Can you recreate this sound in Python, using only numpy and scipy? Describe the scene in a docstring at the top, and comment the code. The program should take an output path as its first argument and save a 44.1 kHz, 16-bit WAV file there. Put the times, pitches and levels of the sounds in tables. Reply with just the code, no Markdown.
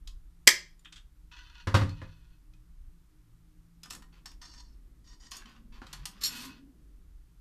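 """Side cutters snap through steel wire close to the microphone: the fracture cracks and the tool rings.
The loose jaws clack, and the cutters land on a wooden bench, whose low modes boom in a double thunk.
The springy wire is handled: impacts make it tick, and stick-slip friction makes it scrape and swish.
A small workshop reverberates, over a low rumble, a faint hum and, near the end, a wavering drone."""
import sys
import numpy as np
from scipy import signal
from scipy.fft import rfft, irfft
from scipy.io import wavfile
from scipy.ndimage import map_coordinates

SR = 44100
rng = np.random.default_rng(int(sys.argv[2]) if len(sys.argv) > 2 else 0)


def transcribe(u):
    """Save the signal u as a 16-bit wav file named by the first command-line argument.

    u: samples, shape (n,) or (channels, n), limited to [-1, 1]; the rate is SR.
    q: integer samples, one column per channel.
    """
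    v = np.clip(np.atleast_2d(u).T, -1, 1)
    q = np.round(v * 32767).astype(np.int16)
    wavfile.write(sys.argv[1], SR, q)


N = 326511


def undb(db):
    """Amplitude ratio of a level in dB."""
    return 10 ** (np.asarray(db) / 20)


def unit(x):
    """Normalisation to rms 1."""
    return x / np.sqrt(np.mean(x ** 2))


def curve(rows, axis=1):
    """Linear interpolation of one column over the times in the first."""
    rows = np.array(rows)
    return np.interp(np.arange(N) / SR, rows[:, 0], rows[:, axis])


def add(out, s, sound):
    """Superposition of a sound starting at s seconds."""
    i = int(s * SR)
    out[i:i + len(sound)] += sound[:N - i]


def fade(t60):
    """One second of exponential decay, falling 60 dB in t60 seconds."""
    return np.exp(-np.log(1000) * np.arange(SR) / SR / max(t60, 1e-3))


def colour(x, points):
    """Minimum-phase filtering through (Hz, dB) points."""
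    size = 8192
    hz, db = np.transpose(points)
    log_hz = np.log(np.fft.rfftfreq(size, 1 / SR) + 1)
    log_gain = np.log(undb(np.interp(log_hz, np.log(hz), db)))
    causal_fold = np.r_[1, np.full(size // 2 - 1, 2), np.zeros(size // 2)]
    cepstrum = irfft(log_gain) * causal_fold
    return signal.oaconvolve(x, irfft(np.exp(rfft(cepstrum))))[:len(x)]


def noise(points):
    """Gaussian noise of rms 1, its spectrum shaped by (Hz, dB) points."""
    return unit(colour(rng.standard_normal(N), points))


def drift(rate_hz):
    """Slow random modulation: noise that falls steeply above rate_hz."""
    return noise([(rate_hz, 0), (4 * rate_hz, -40), (16 * rate_hz, -90)])


def wavering(hz, width_hz):
    """A tone of rms 1, its spectral line broadened by random amplitude and phase modulation."""
    wander = drift(width_hz)
    phase = 2 * np.pi * np.cumsum(hz * np.ones(N)) / SR
    return unit((1 + 1.3 * np.roll(wander, SR)) * np.sin(phase + 0.56 * wander))


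def humps(rest_db, rows):
    """An envelope of Gaussian swells added to a steady gain."""
    t = np.arange(N) / SR
    return undb(rest_db) + sum(undb(db) * np.exp(-((t - s) / width) ** 2) for s, width, db in rows)


def ring(modes, scatter=0):
    """Free vibration of damped (Hz, dB, t60) modes, their phases spread over scatter cycles."""
    out = np.zeros(SR)
    for hz, db, t60 in modes:
        t = np.arange(min(int(2 * t60 * SR), SR)) / SR
        envelope = undb(db) * np.exp(-np.log(1000) * t / t60)
        out[:len(t)] += envelope * np.sin(2 * np.pi * (hz * t + scatter * rng.random()))
    return out


def burst(points, t60):
    """A dying rattle of micro-impacts, modelled as damped, filtered noise."""
    white = rng.standard_normal(SR)
    return colour(white * fade(t60), points) / np.std(colour(white, points))


def friction(per_s, spread_db):
    """Stick-slip force: a Poisson train of slips of uneven size."""
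    slips = rng.random(N) < per_s / SR
    return unit(slips * rng.standard_normal(N) * undb(spread_db * np.minimum(rng.exponential(size=N), 4)))


def grip(depth_db, rate_hz):
    """Amplitude modulation by a contact that catches and lets go unevenly."""
    jolts = noise([(rate_hz, 0), (4 * rate_hz, -30), (16 * rate_hz, -80)])
    return unit(undb(depth_db * np.clip(jolts, -2, 2)))


def excite(force, modes):
    """Forced vibration of (Hz, dB, t60) modes; dB sets relative power whatever the damping."""
    body = ring([(hz, db - 10 * np.log10(t60), t60) for hz, db, t60 in modes], scatter=0.92)
    return unit(signal.fftconvolve(force, body)[:N])


def waver(x, depth, rate_hz):
    """Random frequency modulation: all pitches wander by the rms fraction depth."""
    place = np.cumsum(1 + depth * drift(rate_hz))
    return map_coordinates(x, [place], order=3, mode="wrap")


def glide(x, rows):
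    """Resampling at a changing rate bends all pitches evenly through each stroke."""
    bends = sorted(point for s, length, _, _, start, end in rows
                   for point in ((s, start), (s + length, end)))
    return map_coordinates(x, [np.cumsum(2 ** curve(bends))], order=3, mode="wrap")


def strokes(rows, attack_s, release_s):
    """Envelope of strokes that add in power: each rises, slopes evenly in dB, then decays."""
    power, t = np.zeros(N), np.arange(SR) / SR
    for s, length, db, growth_db, *_ in rows:
        attack = np.clip(t / attack_s, 0, 1)
        hold = undb(db + growth_db * np.clip(t / length, 0, 1))
        release = np.exp(-np.log(1000) * np.maximum(t - length, 0) / release_s)
        add(power, s, (attack * hold * release) ** 2)
    return np.sqrt(power)


def workshop(dry, wet_db, t60s, gap_s):
    """Reverberation: near walls return a diffuse tail, with low, middle and high decay times t60s."""
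    tail = np.zeros(SR)
    for edges_hz, t60 in zip(([150, 1200], [1200, 6500], [6500, 16000]), t60s):
        band = signal.butter(3, edges_hz, "band", fs=SR, output="sos")
        tail += signal.sosfilt(band, rng.standard_normal(SR)) * fade(t60)
    tail = np.r_[np.zeros(int(gap_s * SR)), tail / np.linalg.norm(tail)]
    return dry + undb(wet_db) * signal.fftconvolve(dry, tail)[:N]


def ambience():
    """Broadband ambient noise: steady air and hiss, with a low rumble and a dull murk that swell."""
    # Spectrum of the air. Each row: frequency in Hz, relative density in dB.
    air_spectrum = [(20, -8.5), (60, -7.5), (85, -23), (140, -15), (220, -30), (310, -24.5), (500, -42.5),
                    (800, -40), (1200, -36.5), (2600, -45), (14000, -52)]
    # Swells. Each row: centre in seconds, half width in seconds, level in dB.
    rumble_swells = [(0, 0.26, -46.5), (1.8, 0.59, -54), (2.85, 0.082, -47), (4.7, 0.55, -55),
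                     (5.75, 0.11, -48), (6.0, 0.081, -49.5), (7.05, 0.18, -53.5)]
    murk_swells = [(3.95, 0.073, -58.5), (4.45, 0.51, -71.5), (5.7, 0.77, -69), (6.4, 0.17, -59.5),
                   (6.75, 0.35, -68.5)]
    air = undb(-63.5) * noise(air_spectrum)
    hiss = undb(-78.5) * unit(rng.standard_normal(N))
    rumble = noise([(10, -15), (28, 3), (50, 1.5), (75, -14.5), (150, -35.5), (500, -78.5)])
    murk = noise([(60, -8), (140, -1.5), (290, -1), (420, -12.5), (800, -28), (3000, -62.5)])
    return air + hiss + humps(-59.5, rumble_swells) * rumble + humps(-80, murk_swells) * murk


def hum():
    """Room hum: three narrow spectral lines that swell once together."""
    # Each row: frequency in Hz, relative level in dB.
    tones = [(113, -72.5), (167, -69.5), (307, -81)]
    # The row: centre in seconds, half width in seconds, added gain in dB.
    swell = [(2.9, 1, -1.4)]
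    return humps(-4, swell) * sum(undb(db) * wavering(hz, width_hz=2.7) for hz, db in tones)


def ticks():
    """Impact excitation: wire ends flick off the bench, ringing other bending modes at each contact."""
    # Each row: start in seconds, level in dB, low body in dB, wire pitch in Hz, wire ring in dB.
    contacts = [(0.0738, -37.5, -17, 3860, -10), (0.7924, -58, -13, 7150, -4), (1.3145, -57, -12, 2600, 6),
                (1.369, -58, -19, 3500, 9), (1.892, -47, -5, 4390, 0), (2.5354, -61, -19, 2610, -2),
                (3.8322, -38.5, -15, 4990, -0.5), (3.857, -44, -1, 5240, -16),
                (3.901, -39.5, -17, 5550, -2), (3.9059, -31.5, -7, 5240, -6), (3.9235, -43, -7, 7700, 1),
                (3.9319, -38, -7, 6370, -10), (3.9492, -38, -5, 6900, -7), (4.022, -46, -0.5, 5140, -23),
                (4.257, -37, -4.5, 5420, -0.5), (4.315, -49.5, -4, 5240, -8), (4.4161, -51, -3, 6250, 4.5),
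                (4.4264, -47.5, 5.5, 4960, -7), (5.31, -44.5, -17.5, 6920, -2),
                (5.3161, -32.5, -7.5, 5020, 1), (5.3355, -42, -7, 5070, -7), (5.3555, -46, -10, 6520, -6),
                (5.3664, -38, -17, 6850, -3), (5.4204, -53.5, -8, 1644, 4), (5.4558, -47, -3, 3140, -1),
                (5.493, -54.5, 4, 4900, -2.5), (5.5218, -63, 4, 4890, -4), (5.5622, -56, 5, 2720, -1),
                (5.8667, -45, -3.5, 3990, -3.5), (5.9286, -34.5, -10.5, 5400, -15),
                (5.9326, -34.5, -2.5, 4450, -8.5), (6.0546, -26, -11, 5500, -14.5)]
    # Hollow low ring under each tick, likely the loose wire's low modes.
    # Each row: frequency in Hz, relative level in dB, t60 in seconds.
    low_modes = [(742, -6.5, 0.11), (1054.3, 0, .14), (1250, -2.5, 0.1), (1458, -3.5, 0.11),
                 (1820, 0.5, 0.11)]
    main_mode = 11
    out, t = np.zeros(N), np.arange(SR) / SR
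    onset = 1 - np.exp(-t / 0.0019)
    for s, db, body_db, hz, ring_db in contacts:
        # A shorter free end rings higher and clicks brighter, by 14 dB per octave.
        treble_db = -13 + 14 * np.log2(hz / 5000)
        spectrum = [(300, body_db - 15), (650, body_db - 7), (1100, body_db + 7), (2000, body_db + 4),
                    (3300, 0.081), (6500, -0.97), (9500, treble_db + 5.5), (14000, treble_db)]
        # Bending frequencies rise as the mode number squared; curvature splits each into a pair.
        neighbours = [(hz * (1 + step / main_mode) ** 2, -10, 0.03) for step in (-3, -2, -1, 1, 2)]
        modes = [(hz, 0, 0.037)] + neighbours
        pairs = [(f * rng.uniform(0.95, 1.03), level, t60) for f, level, t60 in 2 * modes]
        wire = ring(pairs, scatter=1)
        add(out, s, undb(db) * onset * (burst(spectrum, t60=0.029) + undb(ring_db) * wire))
        hollow_modes = [(f * rng.uniform(0.94, 1.06), level, t60) for f, level, t60 in low_modes]
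        add(out, s, undb(db + body_db - 15) * onset * ring(hollow_modes, scatter=0.79))
    return out


def snip():
    """Fracture: the wire breaks, the jaws slam together and the cutters ring in free vibration."""
    # First crack, break, jaws meeting, then fainter snaps and echoes from the room.
    # Each row: start in seconds, relative level in dB.
    snaps = [(0.4709, -30.5), (0.4744, 3), (0.4772, 1), (0.4869, -8), (0.4911, -9), (0.5093, -16.5)]
    # Breaking steel. Each row: frequency in Hz, relative level in dB.
    crack_spectrum = [(100, -20.5), (180, -13.5), (250, -14), (380, -7), (700, -16), (1000, -8.5),
                      (1400, -12), (1700, 2), (1900, 6.5), (2150, 11.5), (2520, -6.5), (3400, 1.5),
                      (4000, -3), (4800, 3.5), (6500, -3), (7500, -0.5), (8700, -8.5), (14000, -12.5)]
    # Jaws and handles. Each row: frequency in Hz, relative level in dB, t60 in seconds.
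    cutter_modes = [(1653, -7, .3), (1701, 3, .15), (1760, -5, .24), (1846, 1, .28), (1976, 1, .26),
                    (2024, 2, .22), (2095, 1, .26), (2174, 2, .2), (2223, 3, .18), (2283, -3, .28),
                    (2390, -8, .27), (3368, -6, .12), (3677, -9, .1), (4458, -6, .18), (4778, -8, .2),
                    (4970, -2, .17), (5508, -7, .2), (5760, -3, .19), (7250, 0, .07), (7980, -6, .1)]
    cracks, steel = np.zeros(N), np.zeros(N)
    for s, db in snaps:
        add(cracks, s, undb(db - 3.5) * burst(crack_spectrum, t60=0.023))
    break_s = snaps[1][0]
    add(steel, break_s, undb(-28) * ring(cutter_modes, scatter=0.64))
    return steel + workshop(cracks, wet_db=-14, t60s=(0.31, 0.29, 0.19), gap_s=0.008)


def clacks():
    """Damped impacts: the jaws fall open and rattle at the pivot, deadened by the hand."""
    # Each row: start in seconds, level in dB, relative treble in dB.
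    impacts = [(0.847, -49.5, -6), (0.8552, -40.5, -28), (0.9234, -39.5, -7), (0.9583, -46, -5),
               (0.9652, -45.5, -7), (0.977, -50, -11)]
    # Spectrum below the treble. Each row: frequency in Hz, relative level in dB.
    body = [(500, -30), (1200, -6.5), (1600, 2), (2100, -3), (2800, 0.5), (3250, 8.5), (3650, 5)]
    out, t = np.zeros(N), np.arange(SR) / SR
    onset = 1 - np.exp(-t / 0.002)
    for s, db, treble_db in impacts:
        treble = [(4300, treble_db + 2.5), (7500, treble_db), (14000, -35)]
        add(out, s, undb(db) * onset * burst(body + treble, t60=0.047))
    return out


def drag():
    """Stick-slip on wood drives the loose wire's bending modes, which shift with the contact point."""
    # Each row: start and length in seconds, relative level and growth in dB.
    drags = [(1.312, 0.19, -49.5, -9), (1.48, 0.13, -61, 9.5), (1.88, 0.16, -57.5, -5),
             (2.03, 0.11, -58.5, -3), (2.16, 0.19, -68.5, -3.5), (6.3, 0.11, -47.5, 3),
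             (6.41, 0.17, -48, -15.5)]
    # Each row: frequency in Hz, relative level in dB, t60 in seconds.
    wire_modes = [(969, 0, .07), (1460, 2.5, .05), (1920, -1, .07), (2560, 4, .06), (2840, -4, .07),
                  (3030, -2, .07), (3500, 0, .04), (4200, -4, .035), (4470, -4, .025), (6000, -7, .02)]
    force = friction(per_s=1400, spread_db=2.5) * grip(depth_db=1.5, rate_hz=40)
    scratch = unit(colour(force, [(600, -38), (1100, -5.5), (1600, 6.5), (2200, -6), (2700, 4.5),
                                  (3800, 2), (6500, -8.5), (10000, -30)]))
    singing = waver(excite(force, wire_modes), depth=0.008, rate_hz=9)
    return strokes(drags, attack_s=0.0048, release_s=0.13) * (undb(-7) * singing + undb(-9) * scratch)


def thunks():
    """Impacts excite the bench's plate modes as the cutters land nose first, drop flat and rock."""
    # The landing and a late light knock. 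Each row: start in seconds, relative thump and clatter in dB.
    impacts = [(1.6712, -13, -7.5), (1.7423, -2, 1), (1.7493, -9, 0.5), (1.812, -25, -11.5),
               (1.8187, -8, -14), (2.016, -25.5, -22), (5.8173, -47, -22.5)]
    # Each row: frequency in Hz, relative level in dB, t60 in seconds.
    bench_modes = [(88.1, 8.5, 0.32), (98.76, 10.5, 0.43), (115, -7, 0.57), (157.7, -16.5, 0.98),
                   (196.7, -2, 0.29), (259.7, -6, 0.24), (286, -8, 0.39), (375, -9.5, 0.25),
                   (527, -6.5, 0.3), (920, -11.5, 0.14)]
    # Steel on wood. Each row: frequency in Hz, relative level in dB.
    clatter = [(100, -8.5), (280, 1), (450, -10.5), (560, -8.5), (700, -14), (1020, -4), (1500, -7),
               (2400, -15.5), (4500, -18.5), (8000, -30.5), (14500, -43.5)]
    wood, steel = np.zeros(N), np.zeros(N)
    boom = ring(bench_modes) * (1 - np.exp(-np.arange(SR) / SR / 0.004))
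    for s, thump_db, clatter_db in impacts:
        add(wood, s, undb(thump_db - 23.5) * boom)
        # Gentler contacts are duller.
        spectrum = [(hz, db + 0.099 * clatter_db * max(np.log2(hz / 1500), 0)) for hz, db in clatter]
        add(steel, s, undb(clatter_db - 22.5) * burst(spectrum, t60=0.14))
    return wood + workshop(steel, wet_db=-8, t60s=(0.3, 0.26, 0.29), gap_s=0.006)


def rub():
    """Dry friction drives wavering resonances of the bench and the wire."""
    # Each row: start and length in seconds, relative level and growth in dB.
    rubs = [(3.835, 0.019, -48, -10), (3.905, 0.1, -58, -15), (4.12, 0.067, -63, -4),
            (5.32, 0.094, -53.5, -2), (5.455, 0.12, -57, -7.5), (5.718, 0.061, -58, -0.5),
            (5.82, 0.215, -62.5, 6), (6.07, 0.13, -63, 2.5), (6.21, 0.24, -48, -3),
            (6.44, .14, -54.5, -12.5)]
    # Each row: frequency in Hz, relative level in dB.
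    grit_spectrum = [(200, 4), (400, 6), (700, -10.5), (1100, 8), (1500, 9.5), (2000, 6.5), (2600, 8.5),
                     (4600, 1.5), (7000, -4.5), (9500, -24), (14000, -13)]
    force = friction(per_s=2500, spread_db=-3.5)
    grit = unit(colour(force, grit_spectrum))
    resonances = excite(force, [(1077, 6.2, 0.022), (1493, 2.5, 0.029), (1650, 2.7, 0.0098),
                                (2615, 1.6, 0.046), (3190, 2.0, 0.014), (4600, 1.1, 0.048)])
    resonances = waver(resonances, depth=0.035, rate_hz=5)
    return strokes(rubs, attack_s=0.0082, release_s=0.16) * (undb(-5) * grit + undb(-7) * resonances)


def slide():
    """Finger friction makes the held wire zing; its modes glide as the free length changes."""
    # Each row: start and length in seconds, relative level and growth in dB, two end bends in octaves.
    slides = [(4.258, 0.066, -54.5, -8, 0.063, 0.062), (4.413, 0.094, -49, -8.5, .02, -0.013),
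              (4.51, 0.096, -56.5, 1, 0.0014, 0.0015), (4.63, 0.12, -68.5, -7.5, -0.01, -0.045),
              (5.04, 0.1, -65, 8.5, 0.085, 0.035), (5.196, 0.072, -61, 9.5, 0.082, 0.046),
              (5.317, 0.064, -49.5, -6, 0.035, 0.024)]
    # Each row: frequency in Hz, relative level in dB, t60 in seconds.
    wire_modes = [(958, -6, .08), (1810, -4, .07), (2870, -7, .07), (3540, -7, .08), (4240, -2, .07),
                  (4660, 3, .08), (5310, 3, .06), (5600, 0, .07), (6380, 0.5, .055), (7200, -9, .04),
                  (8010, -12, .03)]
    force = friction(per_s=2200, spread_db=2) * grip(depth_db=2.4, rate_hz=45)
    scratch = unit(colour(force, [(600, -8.5), (1100, 4), (1800, 2.5), (2400, -3), (3400, 0.5),
                                  (5500, 2), (8500, -7), (14000, -25)]))
    singing = waver(glide(excite(force, wire_modes), slides), depth=0.008, rate_hz=14)
    envelope = strokes(slides, attack_s=0.0083, release_s=0.066)
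    return envelope * (undb(-2.5) * singing + undb(-9.5) * scratch)


def drone():
    """A faint tone, modulated in frequency and amplitude, that fades in and out exponentially."""
    # Each row: time in seconds, frequency in Hz, relative level in dB.
    contour = [(5.48, 222.6, -58.5), (5.8, 227.4, -61), (5.89, 161.7, -61.5), (6.02, 136, -56.5),
               (6.12, 196.4, -60.5), (6.28, 216.6, -61.5), (6.35, 240.3, -53.5), (6.52, 276.3, -52.5),
               (6.62, 275.8, -53.5)]
    t = np.arange(N) / SR
    outside_s = np.abs(t - np.clip(t, contour[0][0], contour[-1][0]))
    envelope = undb(curve(contour, axis=2) - 0.5) * np.exp(-outside_s / 0.067)
    return envelope * wavering(curve(contour), width_hz=20)


def swish():
    """Rapid stick-slip: the wire whisks over the bench edge, with bright grit and a resonant squeak."""
    # Each row: start and length in seconds, then relative level, growth and squeak in dB.
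    swishes = [(6.207, 0.018, -40.5, 5.5, -12.5), (6.232, 0.029, -28.5, 1, -3),
               (6.313, 0.15, -40, -2.5, -21)]
    # Each row: frequency in Hz, relative level in dB, t60 in seconds.
    squeak_modes = [(3870, -7, 0.05), (4310, 0, 0.06), (5590, -2, 0.022), (6810, -3, 0.03),
                    (7320, -1, 0.03), (7520, 0, 0.04), (9500, -4, 0.026), (11600, -5, 0.015),
                    (13800, -10, .012)]
    attack_s, release_s = 0.0061, 0.088
    force = friction(per_s=8000, spread_db=1.5) * grip(depth_db=1.3, rate_hz=70)
    grit = unit(colour(force, [(800, -15), (3000, 5), (4500, 9.5), (7500, 3.5), (11000, -1), (14000, 0)]))
    squeaks = [(s, length, db + squeak_db, growth) for s, length, db, growth, squeak_db in swishes]
    squeak = strokes(squeaks, attack_s, release_s) * excite(force, squeak_modes)
    return squeak + undb(-7) * strokes(swishes, attack_s, release_s) * grit


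def scene():
    """Superposition of the cut, the landing, the reverberant handling and the background, in mono."""
    handling = clacks() + ticks() + drag() + slide() + rub() + swish()
    handling = workshop(handling, wet_db=-7, t60s=(0.34, 0.19, 0.19), gap_s=0.0061)
    return (snip() + thunks() + handling + ambience() + hum() + drone())[None]


def record(dry):
    """Hard clipping: the microphone overloads on the snap; a low-pass removes the highest treble."""
    top_hz = 14250
    lowpass = signal.ellip(10, 0.2, 70, top_hz, fs=SR, output="sos")
    return signal.sosfilt(lowpass, np.clip(dry, -1, 1))


dry = scene()
out = record(dry)
transcribe(out)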